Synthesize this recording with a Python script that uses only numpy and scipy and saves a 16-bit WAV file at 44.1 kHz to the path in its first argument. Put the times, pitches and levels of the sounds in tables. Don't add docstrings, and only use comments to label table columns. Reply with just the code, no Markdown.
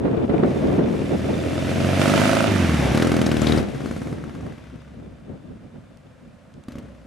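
import sys
import numpy as np
from scipy import signal
from scipy.fft import rfft, irfft, next_fast_len
from scipy.io import wavfile
from scipy.ndimage import uniform_filter1d

SR = 44100
rng = np.random.default_rng(int(sys.argv[2]) if len(sys.argv) > 2 else 0)


def inscribe(sig):
    pcm = np.round(np.clip(np.atleast_2d(sig).T, -1, 1) * 32767)
    wavfile.write(sys.argv[1], SR, pcm.astype(np.int16))


N = 311346
TIME = np.arange(N) / SR

# frequency_hz, likeness (0-1)
BIKE_LIKENESS = [(200, .7), (1000, .6), (3000, .68), (8000, .64), (12000, .66)]
ROUND_TRIP_S = 0.0123
THROTTLE_MOVE_S = 0.037


def from_db(db):
    return 10 ** (np.asarray(db) / 20)


def in_time(rows):
    s, *columns = np.transpose(rows)
    return [np.interp(TIME, s, column) for column in columns]


def at_hz(points, hz):
    points = np.array(points)
    return np.interp(np.log(hz + 1), np.log(points[:, 0]), points[:, 1])


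def levelled(x, size=6000):
    power = uniform_filter1d(uniform_filter1d(x * x, size), size)
    return x / np.sqrt(np.abs(power) + 1e-14)


def ring(x, hz, width_hz):
    radius = np.exp(-np.pi * width_hz / SR)
    angle = 2 * np.pi * hz / SR
    return signal.lfilter([0, np.sin(angle)], [1, -2 * radius * np.cos(angle), radius ** 2], x + 1e-18)


def body(x, modes):
    return sum(from_db(db) * ring(x, hz, width_hz) for hz, width_hz, db in modes)


def fade(clicks, seconds):
    return signal.lfilter([1], [1, -np.exp(-1 / (seconds * SR))], clicks + 1e-18)


def burst(clicks, seconds, rise_s=0.0014):
    return fade(fade(clicks, rise_s), seconds) / (rise_s * SR)


def bell(s, length_s):
    return np.exp(-(2 * (TIME - s) / length_s) ** 2)


def cut(x, hz, kind, order=2):
    return signal.sosfilt(signal.butter(order, hz, kind, fs=SR, output="sos"), x)


def delayed(x, seconds):
    return np.interp(TIME - seconds, TIME, x, left=0)


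def drift(rate_per_s):
    knots = rng.standard_normal(4000)
    return np.interp(TIME * rate_per_s, np.arange(len(knots)), knots) * np.sqrt(3 / 2)


def noise(spectrum, likeness):
    size = next_fast_len(N)
    hz = np.arange(size // 2 + 1) * SR / size
    mid, side = rfft(rng.standard_normal((2, size))) * from_db(at_hz(spectrum, hz))
    alike = np.clip(at_hz(likeness, hz), -1, 1)
    channels = np.sqrt(1 + alike) * mid + np.sqrt(1 - alike) * side * [[1], [-1]]
    x = irfft(channels, size)[:, :N]
    return x / x.std()


def beats(turns, uneven_db):
    at = np.flatnonzero(np.diff(np.floor(turns)) > 0)
    clicks = np.zeros(N)
    clicks[at] = from_db(uneven_db * rng.standard_normal(2000)[:len(at)])
    return clicks


def hush():
    # (per Hz, relative)
    hush_colour = [(40, 6), (150, -10), (380, -11), (540, 9.5), (800, -4), (1400, -3.5), (2500, -11.5),
                   (5000, -20), (9000, -23.5), (13000, -36)]
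    return from_db(-55) * noise(hush_colour, BIKE_LIKENESS)


def wind_strength():
    # time_s, level_db (relative)
    breeze_levels = [(0, -27.5), (.23, -26), (.275, -36), (.31, -26), (.6, -24.5), (1.15, -28), (1.21, -36),
                     (1.26, -28), (1.45, -29.5), (1.6, -34), (2.4, -35), (3.4, -36), (3.72, -33),
                     (4.4, -40), (4.6, -50.5), (5.7, -53), (7.06, -57)]
    # peak_s, length_s, level_db (relative)
    gust_list = [(0.055, 0.025, -22.5), (0.173, 0.1, -24), (0.242, 0.021, -24.5), (0.299, 0.01, -18),
                 (0.353, 0.086, -24), (0.437, 0.022, -18.5), (0.54, 0.049, -39), (0.642, 0.033, -22.5),
                 (0.728, 0.067, -22), (0.793, 0.017, -18), (1.136, 0.036, -23), (1.32, 0.13, -26.5),
                 (3.535, 0.15, -29), (4.108, 0.061, -35), (4.472, 0.089, -36), (4.752, 0.047, -46),
                 (5.04, 0.14, -43), (5.32, 0.087, -38.5), (5.49, 0.11, -42.5), (5.65, 0.16, -47.5),
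                 (5.77, 0.049, -43), (6.063, 0.022, -47.5), (6.285, 0.045, -52), (6.573, 0.062, -46.5),
                 (6.808, 0.14, -46)]
    breeze = from_db(in_time(breeze_levels)[0] + 1.5 * drift(13))
    gust_power = sum(from_db(db) ** 2 * bell(s, length_s) for s, length_s, db in gust_list)
    return np.sqrt(breeze ** 2 + gust_power)


def wind(lumpy_db=2.5, turbulent_db=-36):
    # (per Hz, relative)
    eddy_colour = [(20, -26), (45, -14), (80, -10), (140, -2), (230, -0.5), (330, 0.5), (480, -4.5),
                   (680, -12), (1000, -22), (2000, -32), (4000, -45), (10000, -103)]
    # (per Hz, relative)
    rumble_colour = [(20, -35), (50, -4), (90, 1.5), (160, 0.5), (260, 1), (400, -21.5), (800, -45),
                     (3000, -76)]
    # frequency_hz, likeness (0-1)
    wind_likeness = [(30, 0.2), (80, 0.93), (160, 0.9), (300, 0.09), (3000, 0)]
    strength = wind_strength()
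    broken = strength / (strength + from_db(turbulent_db))
    lumps = from_db(lumpy_db * np.array([drift(90), drift(90)]))
    eddies = from_db(4.5) * np.sqrt(broken) * noise(eddy_colour, wind_likeness)
    rumble = from_db(6.5) * (1 - broken) * noise(rumble_colour, wind_likeness)
    return strength * lumps * (eddies + rumble)


def knocks():
    # start_s, level_db (relative), top_hz
    taps = [(0.381, -11.5, 2500), (0.436, 5, 1310), (5.972, -39, 9000), (6.276, -50, 9000),
            (6.54, -38, 7000), (6.638, -35.5, 7000)]
    out = np.zeros(N)
    for s, db, top_hz in taps:
        decay = np.exp(-np.arange(800) / (0.0012 * SR))
        tap = from_db(db) * decay * rng.standard_normal(800)
        out[int(s * SR):][:len(tap)] += 0.5 * cut(tap, top_hz, "low", order=3)
    return out


def lane(x):
    dull = cut(x, 1530, "low", order=1)
    delays_s = rng.uniform(0.018, 0.13, (2, 6))
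    return np.array([sum(delayed(dull, s) * np.exp(-s / 0.13) for s in side) for side in delays_s])


def verge(x):
    back = delayed(cut(cut(x, 337, "high"), 1360, "low"), 0.011)
    return from_db(-7.5) * back * np.array([[1], [-1]])


def wake():
    # peak_s, length_s, level_db
    s, length_s, db = (2.87, 0.2, -27)
    # (per Hz, relative)
    wake_colour = [(150, -27), (320, -3), (450, 1), (620, -2), (830, -1), (1050, -17), (1800, -28),
                   (5000, -53)]
    return from_db(db) * bell(s, length_s) * noise(wake_colour, BIKE_LIKENESS)


def pops():
    # start_s, thump_db (relative), treble_db (crack against thump)
    pop_list = [(6.684, -26.5, 0.5), (6.7205, -34.5, 6), (6.755, -28, -3), (6.784, -32, 6)]
    # frequency_hz, width_hz, level_db (relative)
    pop_modes = [(247, 59, 6.5), (550, 52, -11), (1130, 230, -6.5)]
    thumps, cracks = np.zeros((2, N))
    for s, db, treble_db in pop_list:
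        at = int(s * SR)
        thumps[at] = from_db(db)
        cracks[at] = from_db(db + treble_db)
    crack_envelope = 0.5 * fade(cracks, 0.006) + 0.025 * fade(cracks, 0.033)
    crack = crack_envelope * cut(rng.standard_normal(N), 1560, "low", order=1)
    tail_tone = levelled(ring(rng.standard_normal(N), 552, 41))
    tail = from_db(-28) * fade(thumps, 0.2) * tail_tone
    return crack + tail - body(thumps, pop_modes)


def nearness_db():
    pass_s, closest_m, road_m_per_s = 2.304, 2.426, 7.79
    distance_m = np.hypot(closest_m, road_m_per_s * (TIME - pass_s))
    return 20 * np.log10(closest_m / distance_m)


def throttle():
    # start_s, exhaust_db, boom_db, clatter_db,
    # engine_swell_db_per_s, boom_swell_db_per_s, hiss_db (against clatter), second_cylinder_db (against first),
    # pipe_echo_share (0-1), crack_db (each firing over the clatter), snap_db (peak)
    settings = np.array([(0.0, -40, -18, -38, 4, -8, -8, -14, 0.1, -4, -30),
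                         (0.45, -15.5, -17, -26.5, -4, -3, -12.5, -10, 1, 0, -28),
                         (0.79, -18, -23, -32, 2, 0, -15, 2, 0.4, -5, -26),
                         (0.87, -17.5, -22.5, -29.5, -1.5, 1, -11.5, -3, 0.53, -11, -21),
                         (1.995, -18, -30, -29.5, -14, -11, -9.5, 6.5, 0.18, 5.5, -2),
                         (2.461, -26, -21, -33.5, 19, 15.5, -13.5, -2, 0.03, 4, -35.5),
                         (2.935, -11, -24.5, -26.5, 1.5, 6.5, -8.5, -0.5, 0.25, 15, -11.5),
                         (3.412, -8.5, -13.5, -21.5, 1, 9, -10, -2, 0.44, 7.5, 2),
                         (3.612, -20.5, -30, -31, 6, -9, -11.5, -15, 0.66, 6.5, -20),
                         (3.84, -18.5, -27, -28.5, -10, 15, -8.5, -16, 0.3, 7.5, -1.5),
                         (4.16, -29, -19.5, -32.5, -1, -25, -12, -17, 0.2, 7, -9),
                         (4.55, -35, -30, -35, -1, -6, -13, 2, 0.2, 8, -16),
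                         (4.66, -38, -22, -33.5, -23, -15, -15.5, -2, 0.2, 8, -31),
                         (6.68, -25, -23, -27, -23, -4, -14, 3, 0.3, 8.5, -33)])
    current = settings[np.searchsorted(settings[1:, 0], TIME)].T
    start_s, exhaust_db, boom_db, clatter_db, swell, boom_swell, *character = current
    held_s = TIME - start_s
    levels = [exhaust_db + swell * held_s, boom_db + boom_swell * held_s, clatter_db + swell * held_s]
    return uniform_filter1d(np.array(levels + character), int(THROTTLE_MOVE_S * SR), axis=1)


def fins(cycle):
    # frequency_hz, width_hz, level_db (relative)
    fin_modes = [(2400, 26, 4), (2680, 40, -13), (2804, 32, -1.5), (3014, 22, -5), (3540, 51, 5),
                 (4877, 84, -0.5)]
    stir = fade(beats(4 * cycle, uneven_db=11.5), 0.0084) + 0.3
    return levelled(body(stir * rng.standard_normal(N), fin_modes))


def spit(cracks):
    out = 0
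    swell = signal.windows.hann(int(0.008 * SR))
    for hz in np.geomspace(1350, 6000, 8):
        strength = from_db(7 * rng.uniform(-1, 1, N))
        tear = signal.oaconvolve(cracks * strength, swell, "same") * rng.standard_normal(N)
        out = out + ring(tear, hz, width_hz=350) * (1350 / hz) ** 0.71
    return delayed(out, 0.002)


def rasps():
    # peak_s, length_s, level_db (before the high-pass), pitch_hz
    hard_firings = [(3.022, .005, -29, 3400), (3.218, .005, -26, 2820), (3.263, 0.0037, -28, 5600),
                    (3.317, 0.0045, -25, 2600), (3.369, 0.0042, -23.5, 2900), (3.418, 0.0045, -30.5, 7100),
                    (3.472, 0.0076, -23, 3680), (3.49, .01, -32, 4050), (3.524, 0.0069, -23.5, 3720),
                    (3.581, 0.014, -36, 4760)]
    out = 0
    for s, length_s, db, hz in hard_firings:
        tear = ring(rng.standard_normal(N), hz, width_hz=650)
        out = out + from_db(db) * bell(s, length_s) * tear / tear.std()
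    return cut(out, 1800, "high")


def machinery(cycle, cracks, crack_db, clatter_db, hiss_db):
    # (per Hz, relative)
    clatter_colour = [(150, -1.5), (270, 7), (380, 1), (570, 7.5), (820, 2), (1050, 0), (1400, -0.5),
                      (2000, 2), (2700, -2), (3600, -5.5), (4500, -14), (6000, -12.5), (9000, -34.5)]
    # (per Hz, relative)
    hiss_colour = [(2500, -9), (4200, 2.5), (5300, 0.5), (7000, -0.5), (9000, -2.5), (11500, -6.5),
                   (13000, -14.5), (14500, -63)]
    # frequency_hz, width_hz, level_db (relative)
    casing_modes = [(1440, 150, 6), (2690, 60, 7), (3054, 27, -4), (3740, 220, 8)]
    valves = fade(beats(4 * cycle - 0.2, uneven_db=2.0), 0.0018)
    bursts = from_db(crack_db) * burst(cracks, 0.0055) * 1.6
    clatter_swell = levelled(np.sqrt(1 + (0.091 * bursts) ** 2 + (0.39 * valves) ** 2))
    clatter = clatter_swell * noise(clatter_colour, BIKE_LIKENESS)
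    hiss_swell = levelled(np.sqrt(1 + (0.72 * bursts) ** 2 + (1.74 * valves) ** 2))
    hiss = hiss_swell * noise(hiss_colour, BIKE_LIKENESS)
    bark_tone = levelled(ring(bursts * rng.standard_normal(N), 1400, 400))
    bark = bark_tone * from_db(np.minimum(crack_db, 10) - 12.0)
    casing = from_db(-21) * levelled(body((valves + 0.095) * rng.standard_normal(N), casing_modes))
    tearing = from_db(-27.5 + crack_db) * spit(cracks)
    mixed = 0.89 * clatter + 0.78 * bark + casing + from_db(hiss_db) * hiss + tearing
    return from_db(clatter_db + 8.5) * mixed


def overrun(cycle):
    # start_s, end_s, level_db
    start_s, end_s, db = (2.46, 2.93, -29)
    # firing_rate_multiple, level_db (relative)
    overrun_tones = [(3, -8), (4, -1), (5, -1), (6, 1.5), (7.5, -1), (8.5, -8)]
    shut = np.clip(np.minimum(TIME - start_s, end_s - TIME) / THROTTLE_MOVE_S, 0, 1)
    tones = 0
    for k, level_db in overrun_tones:
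        strength = from_db(level_db + 0.89 * drift(30))
        tones = tones + strength * np.cos(4 * np.pi * k * cycle + rng.uniform(0, 2 * np.pi))
    return from_db(db) * shut * tones


def honk(cycle, rate):
    note_hz, width_hz = 236, 30
    out = 0
    for k in (7, 9, 11):
        detune = 2 * (k * rate / 2 - note_hz) / width_hz
        out = out + np.cos(2 * np.pi * k * (cycle - 0.02)) / np.hypot(1, detune)
    return out


def intake(cycle, second_share=0.22):
    # frequency_hz, width_hz, level_db (relative)
    airbox_modes = [(250, 33, 7), (562.4, 24.6, 2), (656, 50, 6.5), (1303, 110, -1), (1423, 170, -5),
                    (2636, 200, 0)]
    far_gulps = delayed(beats(cycle - 0.5, uneven_db=3.5), 0.0008)
    gulps = beats(cycle, uneven_db=0.5) + second_share * far_gulps
    air = gulps + 0.01 * fade(gulps, 0.0026) * rng.standard_normal(N)
    return levelled(cut(body(air, airbox_modes), 370, "high"))


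def boom(cycle):
    boom_multiples = [2, 3.5, 4, 4.5, 6]
    boom_levels = [0, -10, -13, -11, -20]
    partials = zip(boom_multiples, boom_levels)
    return -sum(from_db(db) * np.cos(4 * np.pi * k * (cycle - 0.02)) for k, db in partials)


def drone(cycle, rate):
    note_hz, width_hz = 136, 14
    out = 0
    for k in (3, 4):
        detune = 2 * (k * rate - note_hz) / width_hz
        out = out - np.cos(4 * np.pi * k * cycle) / np.hypot(1, detune)
    return from_db(-8) * delayed(out, 0.0027)


def snap(first, second):
    tone = cut(ring(first + 0.083 * second, 1310, 1500), 2220, "low", order=4)
    return -delayed(tone, 0.0016)


def exhaust(firings, echo, puff_s=0.0011):
    # frequency_hz, width_hz, level_db (relative)
    pipe_modes = [(110.4, 5.9, -12), (207, 48, 7), (281.2, 49, 0), (572, 142, 6), (1370, 1900, 8.5)]
    u = np.linspace(-1, 1, SR // 50 + 1) / 100 / puff_s
    puff = (u * u - 1) * np.exp(-u * u / 2)
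    puffs = signal.fftconvolve(firings, puff, "same")
    rough = firings + 0.012 * fade(firings, 0.0078) * rng.standard_normal(N)
    rings = cut(body(rough, pipe_modes), 99, "high", order=4)
    blast = cut(delayed(puffs, 0.002) - 0.17 * rings, 71.0, "high", order=3)
    return levelled(blast - echo * delayed(blast, ROUND_TRIP_S))


def motorcycle():
    # time_s, firings_per_s
    speed = [(0, 35.77), (.6, 35.7), (.9, 38.2), (1.45, 41.9), (1.8, 45.7), (2.0, 48.0), (2.44, 55.0),
             (2.5, 51.5), (2.6, 46.0), (2.75, 38.2), (2.89, 30.8), (2.93, 33.8), (2.98, 40.0),
             (3.05, 42.85), (3.3, 38.96), (3.6, 38.48), (3.69, 31.45), (3.87, 38.5), (4.15, 35.8),
             (4.3, 35.75), (4.5, 34.6), (5.9, 29.01), (6.5, 29.94), (6.8, 34.54), (7.06, 28.44)]
    # time_s, left_minus_right_db
    bearing = [(0.0, -2), (0.04, -1.5), (0.37, -0.5), (1.71, -1.0), (2.24, -4.5), (2.58, -5), (2.81, 0.5),
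               (3.23, -0.5), (3.42, 6), (4.07, 1), (4.58, 3.5), (7.06, 4)]
    (rate,), (pan_db,), near_db = in_time(speed), in_time(bearing), nearness_db()
    exhaust_db, boom_db, clatter_db, hiss_db, second_db, echo, crack_db, snap_db = throttle()
    cycle = np.cumsum(rate) / SR / 2
    first = beats(cycle, uneven_db=1.0)
    second = from_db(second_db) * delayed(beats(cycle - 0.5, uneven_db=3.0), 0.0006)

    passed = 0.5 + 0.5 * np.tanh((TIME - 2.48) / 0.012)
    shadow_db = 11.5 * passed
    intake_db = -20.5 + 1.6 * near_db - shadow_db
    fins_db = -34 + 1.27 * near_db - shadow_db
    honk_db = -21 + 1.7 * near_db
    pipe = exhaust(first + second, echo) + drone(cycle, rate)
    engine = from_db(exhaust_db + near_db) * pipe + from_db(intake_db) * intake(cycle)
    engine = engine + from_db(honk_db) * (1 - passed) * honk(cycle, rate)
    snaps = from_db(snap_db + near_db + 2.5 * drift(20)) * snap(first, second)
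    booming = from_db(boom_db + near_db + 1.0 * drift(34)) * boom(cycle)

    cracks = first + 0.5 * second
    cracks = cracks + 0.7 * echo * delayed(cracks, ROUND_TRIP_S)
    metal = machinery(cycle, cracks, crack_db, clatter_db + 1.525 * near_db, hiss_db)
    far_side_db, near_side_db = -5, 0
    side_db = far_side_db + (near_side_db - far_side_db) * from_db(near_db)
    middle = metal.mean(0)
    metal = middle + from_db(side_db) * (metal - middle)
    front = from_db(fins_db) * np.array([fins(cycle), fins(cycle)])
    pan = from_db(pan_db * np.array([[0.5], [-0.5]]))
    bike = (engine + snaps + metal + front + rasps()) * pan
    echoes = lane(bike.mean(0) * from_db(-10.0 - 0.12 * near_db))
    side_echo = verge(engine * from_db(-0.5 * np.maximum(near_db, -10)))
    return bike + booming + overrun(cycle) + echoes + side_echo


def scene():
    return motorcycle() + pops() + knocks() + wind() + wake() + hush()


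def record(dry):
    peak_limit = 0.77
    rounded = peak_limit * np.tanh(cut(dry, 38.0, "high", order=1) / peak_limit)
    low_pass = signal.ellip(10, 0.2, 80, 14000, fs=SR, output="sos")
    return signal.sosfilt(low_pass, rounded)


dry = scene()
out = record(dry)
inscribe(out)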